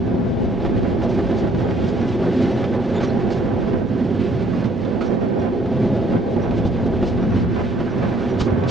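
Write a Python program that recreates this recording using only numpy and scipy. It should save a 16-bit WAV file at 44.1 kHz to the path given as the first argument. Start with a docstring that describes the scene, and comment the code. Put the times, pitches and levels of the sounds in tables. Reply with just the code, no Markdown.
"""Train wheels roar on the rails and rumble through a carriage as it rolls round a long bend.
Rail joints and the parts under the floor knock, loose fittings rattle, and now and then a wheel's
flange (the lip that keeps it on the track) grazes the rail and chirps. Air hisses past the open
window and thumps a microphone held outside. A hum filter makes it all sound slightly hollow."""
import sys
import numpy as np
from scipy import signal
from scipy.fft import rfft, irfft, next_fast_len
from scipy.io import wavfile

SR = 44100
rng = np.random.default_rng(int(sys.argv[2]) if len(sys.argv) > 2 else 0)


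def wav_record(signal):
    """Record a signal, one row per channel, as 16-bit PCM in the file named by sys.argv[1]."""
    frames = np.transpose(np.atleast_2d(signal))
    bounded = np.clip(frames, -1, 1)
    # unit amplitude maps onto the largest positive 16-bit level
    quanta = np.round(bounded * 32767).astype(np.int16)
    wavfile.write(sys.argv[1], SR, quanta)


N = 383669
T = np.arange(N) / SR
HZ = np.maximum(np.arange(N // 2 + 1) * SR / N, 1)

# Pitches at which the carriage body likes to ring: pitch_hz, width_hz, boost_db
BODY_RESONANCES = [(92.4, 3.1, 6), (122, 4.3, 1.5), (226.7, 17, 4), (321.4, 12, 1.5), (374.6, 22, 3),
                   (505, 16, 1)]
# Pitches at which the steel wheels like to ring: pitch_hz, width_hz, boost_db
WHEEL_RESONANCES = [(800, 26, 3.5), (857, 16, 1.6), (1010, 30, 3.4), (1532, 70, 7), (1730, 45, 2.2),
                    (2160, 45, 3)]
# How hard the wheels grind through the bend: time_s, level_db
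GRIND_LEVEL = [(0.0, -45), (1.19, -41), (2.52, -40.5), (2.88, -40), (3.0, -38.5), (3.3, -40.5), (4.61, -43),
               (4.72, -45.5), (5.04, -42), (6.3, -45.5), (6.45, -38.5), (6.75, -42.5), (8.25, -38),
               (8.7, -35.5)]
# How much the stereo sound is narrowed (lower is narrower): time_s, width_db
STEREO_WIDTH = [(0.0, -3), (0.4, -2.5), (0.56, -11), (0.7, -5.5), (0.93, -2.5), (1.1, -15), (1.3, -11.5),
                (1.47, -4), (1.8, -4), (2.15, -13.5), (2.4, -16.5), (2.58, -12), (2.91, -17), (3.12, -8.5),
                (3.47, -6.5), (3.8, -2), (4.0, -11), (4.25, -14.5), (4.5, -6), (4.7, -9), (5.15, -1),
                (5.47, -1.5), (5.78, -17), (5.98, -14), (6.15, -2), (6.48, -5), (6.62, -9), (6.95, -12),
                (7.25, -6.5), (7.55, -3), (7.85, -7.5), (8.07, -3), (8.28, -9), (8.5, -4), (8.7, -2.5)]
# Rough stretches of rail: time_s, wheel_scrape_db, carriage_boost_db
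ROUGH_STRETCHES = [(0.14, -42, 1), (0.44, -40, 3), (1.19, -30, 0.5), (1.35, -38, -1), (1.45, -33.5, 0.5),
                   (2.25, -34, 2.5), (2.431, -27.5, 3), (2.59, -40, 3), (2.97, -30, -1), (3.52, -35, 2),
                   (3.73, -32.5, 1.5), (5.45, -29.5, -1), (5.84, -35.5, 2.5), (6.16, -28, 6.5),
                   (6.44, -35, -3.5), (7.35, -33.5, 0.5), (7.59, -27, -3.5), (7.80, -33, 2),
                   (8.03, -28, -1), (8.51, -27, 5), (8.645, -32, -4.5)]
# Moments when the sound dips briefly: time_s, hiss_change_db, train_change_db
LULLS = [(0.34, 1, -2.5), (1.505, -5.5, -3.5), (1.76, -1, -4), (1.92, -2, -0.5), (2.17, -3.5, -0.5),
         (2.9, 0, -2.5), (3.88, -1, -2), (4.34, -1.5, -1.5), (4.76, -2, -2.5), (5.22, -1.5, -0.5),
         (6.22, -4.5, -4), (6.72, 0.5, -1), (7.49, -3, -3), (8.54, 0, -2.5)]
ROUGH_HALF_S, LULL_HALF_S = 0.037, 0.035  # half the length of a rough stretch and of a lull


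def undb(db):
    """Turn decibels into a number to multiply by."""
    return 10 ** (np.asarray(db) / 20)


def curve(table):
    """Join rows of (time_s, value) with straight lines."""
    return np.interp(T, *np.transpose(table))


def wander(rate_hz):
    """A smooth random wobble of typical size 1, turning about rate_hz times a second."""
    x = irfft(rfft(rng.standard_normal(N)) * np.exp(-(HZ / rate_hz) ** 2), N)
    return (x - x.mean()) / x.std()


def tone(points, resonances=()):
    """How strong each pitch is: a broad outline with resonant peaks on top."""
    hz, db = np.transpose(points)
    db = np.interp(np.log(HZ), np.log(hz), db)
    db -= 40 * np.log10(np.maximum(HZ / hz[-1], 1))  # fade out above the last point
    for pitch_hz, width_hz, boost_db in resonances:
        db = db + boost_db / (1 + (2 * (HZ - pitch_hz) / width_hz) ** 2)
    return undb(db)


def noise(gain, side_db, drive=1):
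    """Stereo noise with the tone gain; drive makes it flutter, and a lower side_db makes it narrower."""
    mid, side = irfft(rfft(rng.standard_normal((2, N)) * drive) * gain, N)
    return (mid + undb(side_db) * side * np.array([[1], [-1]])) / mid.std()


def hit(start_s, fade_s, rise_s):
    """The loudness of a hit: it rises quickly, then falls 60 dB in fade_s."""
    age = np.maximum(T - start_s, 0)
    return (1 - np.exp(-age / rise_s)) * np.exp(-np.log(1000) * np.minimum(age / fade_s, 2))


def swell(time_s, half_s):
    """The loudness of something that comes and goes smoothly, peaking at time_s."""
    return (1 + ((T - time_s) / half_s) ** 2 / 2) ** -2


def sharp_tick(gain):
    """One tap with the tone gain, its energy packed at the very start (minimum phase)."""
    cepstrum = irfft(np.log(gain), N)
    one_sided = 2 * cepstrum * (T > 0) * (T < T[-1] / 2)
    tap = irfft(np.exp(rfft(one_sided)), N)[:SR // 20]
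    return tap / np.abs(tap).max()


def play_at(spikes, sound):
    """Start the first half second of a sound at every spike, as loud as that spike."""
    return signal.fftconvolve(spikes, sound[:SR // 2])[:N]


def place(x, pan_db, width_db):
    """Set a stereo sound's width and lean it left (positive pan_db) or right."""
    mid, sign = x.mean(axis=0), np.array([[1], [-1]])
    return (mid + undb(width_db) * (x - mid)) * undb(sign * pan_db / 2)


def side_echo(x, delay_s=0.0035, sway_s=0.00013, strength=0.24):
    """Sound bounces off the carriage side; the hand holding the microphone sways, so the tone shifts."""
    late = T - delay_s - sway_s * wander(0.5)
    return x + strength * np.array([np.interp(late, T, channel) for channel in x])


def slipstream(flutter_db=1.5):
    """Air hisses along the carriage side, fluttering, with brief lulls."""
    # Loudness of the rushing air: time_s, level_db
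    hiss_level = [(0.0, -48.5), (1.27, -43), (1.56, -43), (2.43, -40), (2.85, -43.5), (3.0, -38.5),
                  (3.12, -43.5), (3.84, -47), (4.31, -42), (4.83, -47), (4.98, -46), (5.5, -48),
                  (5.97, -43), (6.3, -45.5), (6.42, -46), (8.28, -42.5), (8.4, -46), (8.7, -48.5)]
    # Tone of the rushing air: pitch_hz, level_db
    hiss_tone = [(400, -21), (900, -4), (1600, 6), (2400, 2), (3300, 0), (4500, -5.5), (6000, -13),
                 (7200, -20.5), (8500, -27.5), (9500, -43)]
    hiss = noise(tone(hiss_tone), side_db=-16, drive=undb(flutter_db * wander(18)))
    lull_db = sum(db * swell(s, LULL_HALF_S) for s, db, _ in LULLS)
    return hiss * undb(curve(hiss_level) + lull_db)


def swishes():
    """Short, bright rushes of air pass the window."""
    # Each rush of air: time_s, level_db, half_length_s
    rushes = [(0.66, -54, 0.022), (1.04, -46, .015), (1.106, -46, .015), (1.15, -47, .01),
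              (1.387, -44, 0.02), (1.89, -43, .02), (2.09, -45.5, .014), (2.428, -43, 0.012),
              (3.043, -40.5, .015), (3.326, -40, .016), (3.375, -48, .018), (4.654, -49, .015),
              (5.02, -45, .007), (5.057, -46.5, .026), (6.578, -46, 0.015), (6.67, -45, .014),
              (6.868, -48, .01), (7.078, -42, 0.027), (8.41, -30.5, .012), (8.45, -45.5, 0.028),
              (8.698, -30.5, 0.013)]
    # Tone of the rushes: pitch_hz, level_db
    swish_tone = [(400, -12.5), (900, 0), (1500, -8.5), (3200, 6), (4500, 3.5), (6200, -4), (7500, -11),
                  (8500, -21.5), (9500, -30.5)]
    loudness = sum(undb(db) * swell(s, half_s) for s, db, half_s in rushes)
    return loudness * noise(tone(swish_tone), side_db=-20)


def buffeting(slap_s=0.0017):
    """Swirling air booms in the window and thumps each side of the microphone; strong gusts slap both."""
    # Loudness of the wind on the microphone: time_s, level_db
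    thump_level = [(0.0, -32), (0.78, -24.5), (1.08, -30), (1.25, -26), (2.9, -36), (3.01, -31.5),
                   (3.65, -30), (4.11, -34.5), (4.5, -32), (4.9, -35), (6.36, -36.5), (6.48, -27.5),
                   (7.1, -26.5), (8.15, -31.5), (8.46, -36), (8.7, -35)]
    # Tone of that wind: pitch_hz, level_db
    thump_tone = [(10, -16), (25, -10.5), (45, -4.5), (70, 2), (100, 1), (140, 1.5), (220, -5), (400, -16),
                  (900, -45)]
    # Loudness of the boom in the open window: time_s, level_db
    boom_level = [(0.0, -25.5), (0.81, -33), (1.29, -34.5), (1.53, -21.5), (1.68, -26.5), (4.01, -28.5),
                  (4.35, -22), (4.95, -33), (5.58, -31.5), (5.78, -22.5), (6.02, -23), (6.26, -27.5),
                  (6.56, -28), (6.66, -22), (6.76, -27), (7.0, -33), (7.38, -18.5), (7.61, -28.5),
                  (7.9, -31), (8.03, -23), (8.16, -30.5), (8.7, -22)]
    # Tone of that boom: pitch_hz, level_db
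    boom_tone = [(45, -28.5), (75, -20), (92, -0.5), (130, 2), (175, 0), (300, -39.5)]
    # Gusts that slap the microphone: time_s, level_db
    gusts = [(0.763, -8), (1.553, -12), (6.51, -12), (6.654, -7), (7.346, -9), (7.365, -11), (8.417, -3.5),
             (8.527, -6.5)]
    thumps = noise(tone(thump_tone), side_db=-0.5)
    boom = noise(tone(boom_tone, BODY_RESONANCES), side_db=-8)
    slaps = sum(undb(db) * np.sinc((T - s) / slap_s) * swell(s, 2 * slap_s) for s, db in gusts)
    leak = signal.butter(2, 45, "high", fs=SR, output="sos")  # slow pressure leaks out of the microphone
    return thumps * undb(curve(thump_level)) + boom * undb(curve(boom_level)) + signal.sosfilt(leak, slaps)


def rattle(count=170, level_db=-49, range_db=9):
    """Loose fittings tick at random, harder while the wheels grind."""
    # Tone of the loose fittings: pitch_hz, level_db
    rattle_tone = [(600, -11), (1100, 0.5), (1600, 5), (2300, 0.5), (4200, -9), (6000, -18.5),
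                   (9000, -42.5)]
    ticks = np.zeros(N)
    when, softness = rng.random((count, 2)).T
    ticks[(when * N).astype(int)] = undb(-range_db * softness)
    fading_ticks = play_at(ticks, hit(0, fade_s=0.029, rise_s=0.0013))
    shaking = undb(curve(GRIND_LEVEL))
    metal = noise(tone(rattle_tone, WHEEL_RESONANCES), side_db=-0.5)
    return undb(level_db) * fading_ticks * shaking / shaking.mean() * metal


def flange(roughness=0.55, waver_hz=170, chirp_half_s=0.017, jingle_db=-20, flicker_db=4):
    """The wheel's lip grazes the rail: a faint jingle that follows the grinding, and short rough chirps."""
    # Tone of the rubbing: pitch_hz, level_db
    rub_tone = [(1500, -19), (3000, 6), (6000, -6), (7500, -13.5), (9500, -32)]
    # High wheel resonances that the rubbing sets off: pitch_hz, width_hz, boost_db
    rub_resonances = [(3400, 530, 10), (4100, 200, -1), (5770, 140, 12.5), (6900, 300, 7.5)]
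    # Chirps, each one wheel resonance ringing: time_s, pitch_hz, level_db
    chirp_notes = [(1.101, 5750, -57), (1.394, 5770, -54.5), (2.015, 5730, -55), (2.146, 5700, -59),
                   (2.461, 5730, -54), (2.542, 5740, -55), (2.967, 6900, -53), (2.975, 3520, -41),
                   (3.04, 6100, -48.5), (3.073, 5660, -48.5), (3.105, 4240, -47), (5.076, 5670, -51.5),
                   (5.414, 5720, -58), (6.424, 5750, -53), (6.479, 5700, -59), (7.229, 5770, -51.5),
                   (7.334, 5800, -54.5), (7.411, 5750, -64), (7.922, 5720, -55), (8.309, 5800, -54)]
    jingle = noise(tone(rub_tone, rub_resonances), side_db=-17.5, drive=undb(flicker_db * wander(25)))
    waver = 2 * np.pi * np.cumsum(waver_hz * wander(500)) / SR
    chirps = sum(undb(db) * swell(s, chirp_half_s) * np.sin(2 * np.pi * hz * T + waver)
                 for s, hz, db in chirp_notes)
    return jingle * undb(curve(GRIND_LEVEL) + jingle_db) + (1 + roughness * wander(200)) * chirps


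def knocks(shudder_db=-3, crack_db=1, tick_db=7.5, thud_rise_s=0.0013, steel_rise_s=0.00067):
    """Each jolt shakes the panels and thuds in the floor; steel meets steel, ticks, clanks and rings."""
    # Jolts from joints and running gear: start_s, thud_db, clank_db, ring_pitch_hz, ring_above_clank_db
    jolts = [(0.143, -16.5, -50, 800, -1), (0.442, -17, -51, 800, -5), (0.602, -21.5, -39, 684, 7),
             (0.65, -13.5, -33.5, 656, 8), (0.659, -20.5, -33.5, 955, 3), (0.694, -17.5, -38, 800, -8),
             (1.018, -27, -32, 830, 3), (1.033, -21, -38, 980, -3), (1.18, -22.5, -43, 555, 8),
             (1.312, -18, -36, 1700, -5), (1.443, -19, -40, 1000, -1), (1.472, -23.5, -35, 820, 6),
             (1.547, -26.5, -33, 990, -3), (1.607, -18, -39, 690, 7), (1.680, -29, -41, 990, -3),
             (1.708, -16, -32.5, 1890, -9), (2.027, -22, -39, 676, 3), (2.082, -21, -37, 2400, -6),
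             (2.481, -19.5, -47, 796, -6), (2.641, -30, -29.5, 3110, -8), (2.982, -22, -43, 1020, -3),
             (3.004, -22, -29, 1530, 2), (3.011, -19.5, -33, 844, -1), (3.022, -31, -37, 1530, -5),
             (3.031, -22.5, -30, 1130, -1), (3.270, -15.5, -45, 800, -4.5), (3.303, -23, -32, 4450, -11),
             (3.505, -25, -48, 800, 1), (3.569, -25, -42, 1000, 0), (3.733, -17, -37, 1014, 0),
             (4.531, -23, -36.5, 1126, 2), (4.642, -20, -32, 2040, -11), (4.654, -23.5, -37.5, 3600, -6),
             (4.85, -33, -37, 3500, -6), (4.926, -26, -41, 990, 1), (5.009, -22.5, -31, 1294, 5.5),
             (5.022, -29.5, -36, 1450, 4), (5.262, -31, -43, 1130, 2), (5.42, -23, -43, 1010, 1),
             (5.448, -24.5, -44, 990, -1), (5.659, -27, -38, 790, -5), (6.122, -25, -36, 975, -4),
             (6.363, -12, -39, 664, 7.5), (6.436, -27, -36.5, 1015, 3), (6.509, -22, -33, 1014, -4),
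             (6.651, -14, -37, 3500, -6), (6.862, -17.5, -45, 794, -3), (7.026, -9, -30, 990, -4),
             (7.227, -17, -36, 1010, -7), (7.344, -36, -40.5, 1016, -4), (7.803, -17, -33, 985, 4),
             (8.124, -28, -45, 1000, -5), (8.399, -19, -33.5, 940, 3), (8.404, -29, -32, 940, 1),
             (8.409, -24, -33, 1560, -9), (8.505, -33, -37, 1000, 1), (8.637, -23, -29.5, 1130, -1)]
    # Tone of the shaking loose panels: pitch_hz, level_db
    panel_tone = [(40, -12.5), (110, -2), (230, 14), (380, -9.5), (700, -10.5), (1200, -24.5), (3000, -27),
                  (8000, -61.5)]
    # Tone of steel hitting steel: pitch_hz, level_db
    clank_tone = [(300, -1.5), (600, 12), (900, 14), (1300, 11.5), (1900, 5.5), (3500, -1.5), (5500, -11),
                  (7500, -25), (9500, -43.5)]
    # Notes within one steel ring: pitch_multiple, fade_s, level_db
    steel_notes = [(1, 0.069, -2), (1.14, .06, -7.5), (1.68, .05, -14)]
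    # Notes of the struck floor: pitch_hz, fade_s, level_db
    floor_notes = [(95, 0.052, -9.5), (194, 0.045, -1), (244, 0.036, -0.5), (346, 0.05, 4.5),
                   (487, 0.019, 2), (710, 0.064, -8.5), (820, 0.04, -8)]
    shaking = sum(undb(db) * hit(s, fade_s=0.056, rise_s=thud_rise_s) for s, db, *_ in jolts)
    shudder = undb(shudder_db) * shaking * noise(tone(panel_tone, BODY_RESONANCES), side_db=-1.5)
    ring_samples = SR // 2
    age = T[:ring_samples]
    pushes, taps, rings = np.zeros((3, N + ring_samples))
    fades = [(multiple, undb(db) * hit(0, fade_s, steel_rise_s)[:ring_samples])
             for multiple, fade_s, db in steel_notes]
    for start_s, thud_db, clank_db, hz, ring_db in jolts:
        at = int(start_s * SR)
        pushes[at] += undb(thud_db)
        taps[at] += undb(clank_db)
        ring = sum(fade * np.sin(2 * np.pi * multiple * hz * age) for multiple, fade in fades)
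        rings[at:at + ring_samples] += undb(clank_db + ring_db) * np.sqrt(2) * ring
    crack = undb(crack_db) * hit(0, fade_s=0.024, rise_s=steel_rise_s)
    tail = hit(0, fade_s=0.079, rise_s=steel_rise_s)
    clanks = play_at(taps, np.hypot(crack, tail)) * noise(tone(clank_tone), side_db=-13.5)
    ticks = undb(tick_db) * play_at(taps, sharp_tick(tone(clank_tone)))
    thud = sum(undb(db) * hit(0, fade_s, thud_rise_s) * np.sin(2 * np.pi * hz * T)
               for hz, fade_s, db in floor_notes)
    return shudder + clanks + ticks + rings[:N] + play_at(pushes, thud)


def carriage(uneven_rail, rumble_db=-24, uneven_db=0.5, flex_s=0.001955):
    """Rough rail makes the carriage rumble; its panels drone, drifting in pitch as they bend."""
    # Tone of the shaking carriage body: pitch_hz, level_db
    rumble_tone = [(60, -25), (120, -3), (170, -1), (210, 0), (260, 3), (370, -8), (480, -10.5),
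                   (650, -19.5), (1000, -48.5)]
    # Tone of the panels' hollow drone: pitch_hz, level_db
    drone_tone = [(240, -34), (320, -2), (370, -1.5), (415, -2), (520, -37)]
    # Loudness of that drone: time_s, level_db
    drone_level = [(0, -30.5), (0.5, -32.5), (1.35, -25), (1.6, -33), (1.9, -28), (2.4, -24.5),
                   (2.85, -28.5), (3.25, -28.5), (3.7, -31), (3.9, -34.5), (4.1, -27.5), (4.8, -33.5),
                   (5.15, -30.5), (6.15, -26.5), (6.7, -35.5), (6.9, -28.5), (7.5, -35), (8.7, -28.5)]
    rumble = noise(tone(rumble_tone, BODY_RESONANCES), side_db=-0.5, drive=undb(uneven_db * uneven_rail))
    panels = noise(tone(drone_tone, BODY_RESONANCES), side_db=-2)
    bent_time = T + flex_s * wander(1.46)
    drone = np.array([np.interp(bent_time, T, channel) for channel in panels])
    shake_db = sum(db * swell(s, ROUGH_HALF_S) for s, _, db in ROUGH_STRETCHES)
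    narrow_db = -0.17 * curve(STEREO_WIDTH)  # the rumble is turned up as the sound narrows
    return rumble * undb(rumble_db + shake_db + narrow_db) + drone * undb(curve(drone_level))


def wheels(uneven_rail, uneven_db=1.0, surge_db=0.85, chatter_db=2.0, scrape_in_grind_db=-9):
    """The wheels roar on the rails, grind and chatter in the bend, and scrape on rough stretches."""
    # Loudness of the rolling wheels: time_s, level_db
    roar_level = [(0.0, -31), (1.65, -25.5), (1.8, -28.5), (2.3, -27.5), (2.88, -25), (3.0, -24),
                  (3.39, -29), (3.78, -26.5), (3.9, -32), (6.38, -26), (6.72, -28.5), (7.7, -33),
                  (8.7, -27.5)]
    # Tone of the rolling wheels: pitch_hz, level_db
    roar_tone = [(250, -10), (450, 5), (550, 1), (680, -1), (820, -6.5), (980, -15), (1200, -22.5),
                 (2000, -48.5)]
    # Tone of the grinding wheels: pitch_hz, level_db
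    grind_tone = [(500, -17.5), (900, 7), (1200, 5), (1600, 0), (2300, -5), (3300, -15.5), (5000, -41),
                  (8000, -59)]
    scrapes = sum(undb(db) * swell(s, ROUGH_HALF_S) for s, db, _ in ROUGH_STRETCHES)
    surge = undb(uneven_db * uneven_rail + surge_db * wander(8.9))
    roar = noise(tone(roar_tone, WHEEL_RESONANCES), side_db=-1.5, drive=surge)
    chatter = undb(uneven_db * uneven_rail + chatter_db * wander(150))
    grind = noise(tone(grind_tone, WHEEL_RESONANCES), side_db=-0.5, drive=chatter)
    return (roar * np.hypot(undb(curve(roar_level)), scrapes)
            + grind * np.hypot(undb(curve(GRIND_LEVEL)), undb(scrape_in_grind_db) * scrapes))


def scene():
    """The train shifts and spreads between the ears; the wind stays wide, the hiss near the middle."""
    # Which way the sound leans: time_s, left_minus_right_db
    lean = [(0.0, -4.5), (0.33, 5.5), (0.54, -2), (1.88, -3), (2.13, -1.0), (5.21, -7), (5.68, -2),
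            (6.3, -0.5), (6.42, -3), (7.38, -1), (7.5, -3.5), (8.7, -3.5)]
    pan_db, width_db = curve(lean), curve(STEREO_WIDTH)
    uneven_rail = wander(22)  # makes the rumble and the roar swell together
    dips = undb(sum(db * swell(s, LULL_HALF_S) for s, _, db in LULLS))
    high_sounds = side_echo(slipstream() + swishes() + flange())
    body = dips * carriage(uneven_rail) + knocks()
    rolling = dips * (wheels(uneven_rail) + rattle())
    return (place(high_sounds, 0.1 * pan_db, 0.25 * width_db)
            + place(buffeting(), 0.25 * pan_db, 0)
            + place(body, pan_db, width_db)
            + place(rolling, 0.97 * pan_db, width_db))


def record(dry, hum_hz=149.8, feedback=0.5, depth=0.94, shallower_hz=12000, top_hz=9450):
    """A filter against motor whine cuts each multiple of hum_hz, less in the treble; the top is cut off."""
    size = next_fast_len(N + SR // 4)
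    hz = np.arange(size // 2 + 1) * SR / size
    delay = np.exp(-2j * np.pi * hz / hum_hz)  # one cycle of the hum
    hum_peaks = (1 - feedback) / 2 * (1 + delay) / (1 - feedback * delay)
    notches = 1 - depth * np.exp(-hz / shallower_hz) * hum_peaks
    fade_in = np.minimum(T / 0.004, 1)
    hollow = irfft(rfft(dry * fade_in, size) * notches, size)[:, :N]
    return signal.sosfilt(signal.ellip(8, 0.2, 70, top_hz, fs=SR, output="sos"), hollow)


dry = scene()
out = record(dry)
wav_record(out)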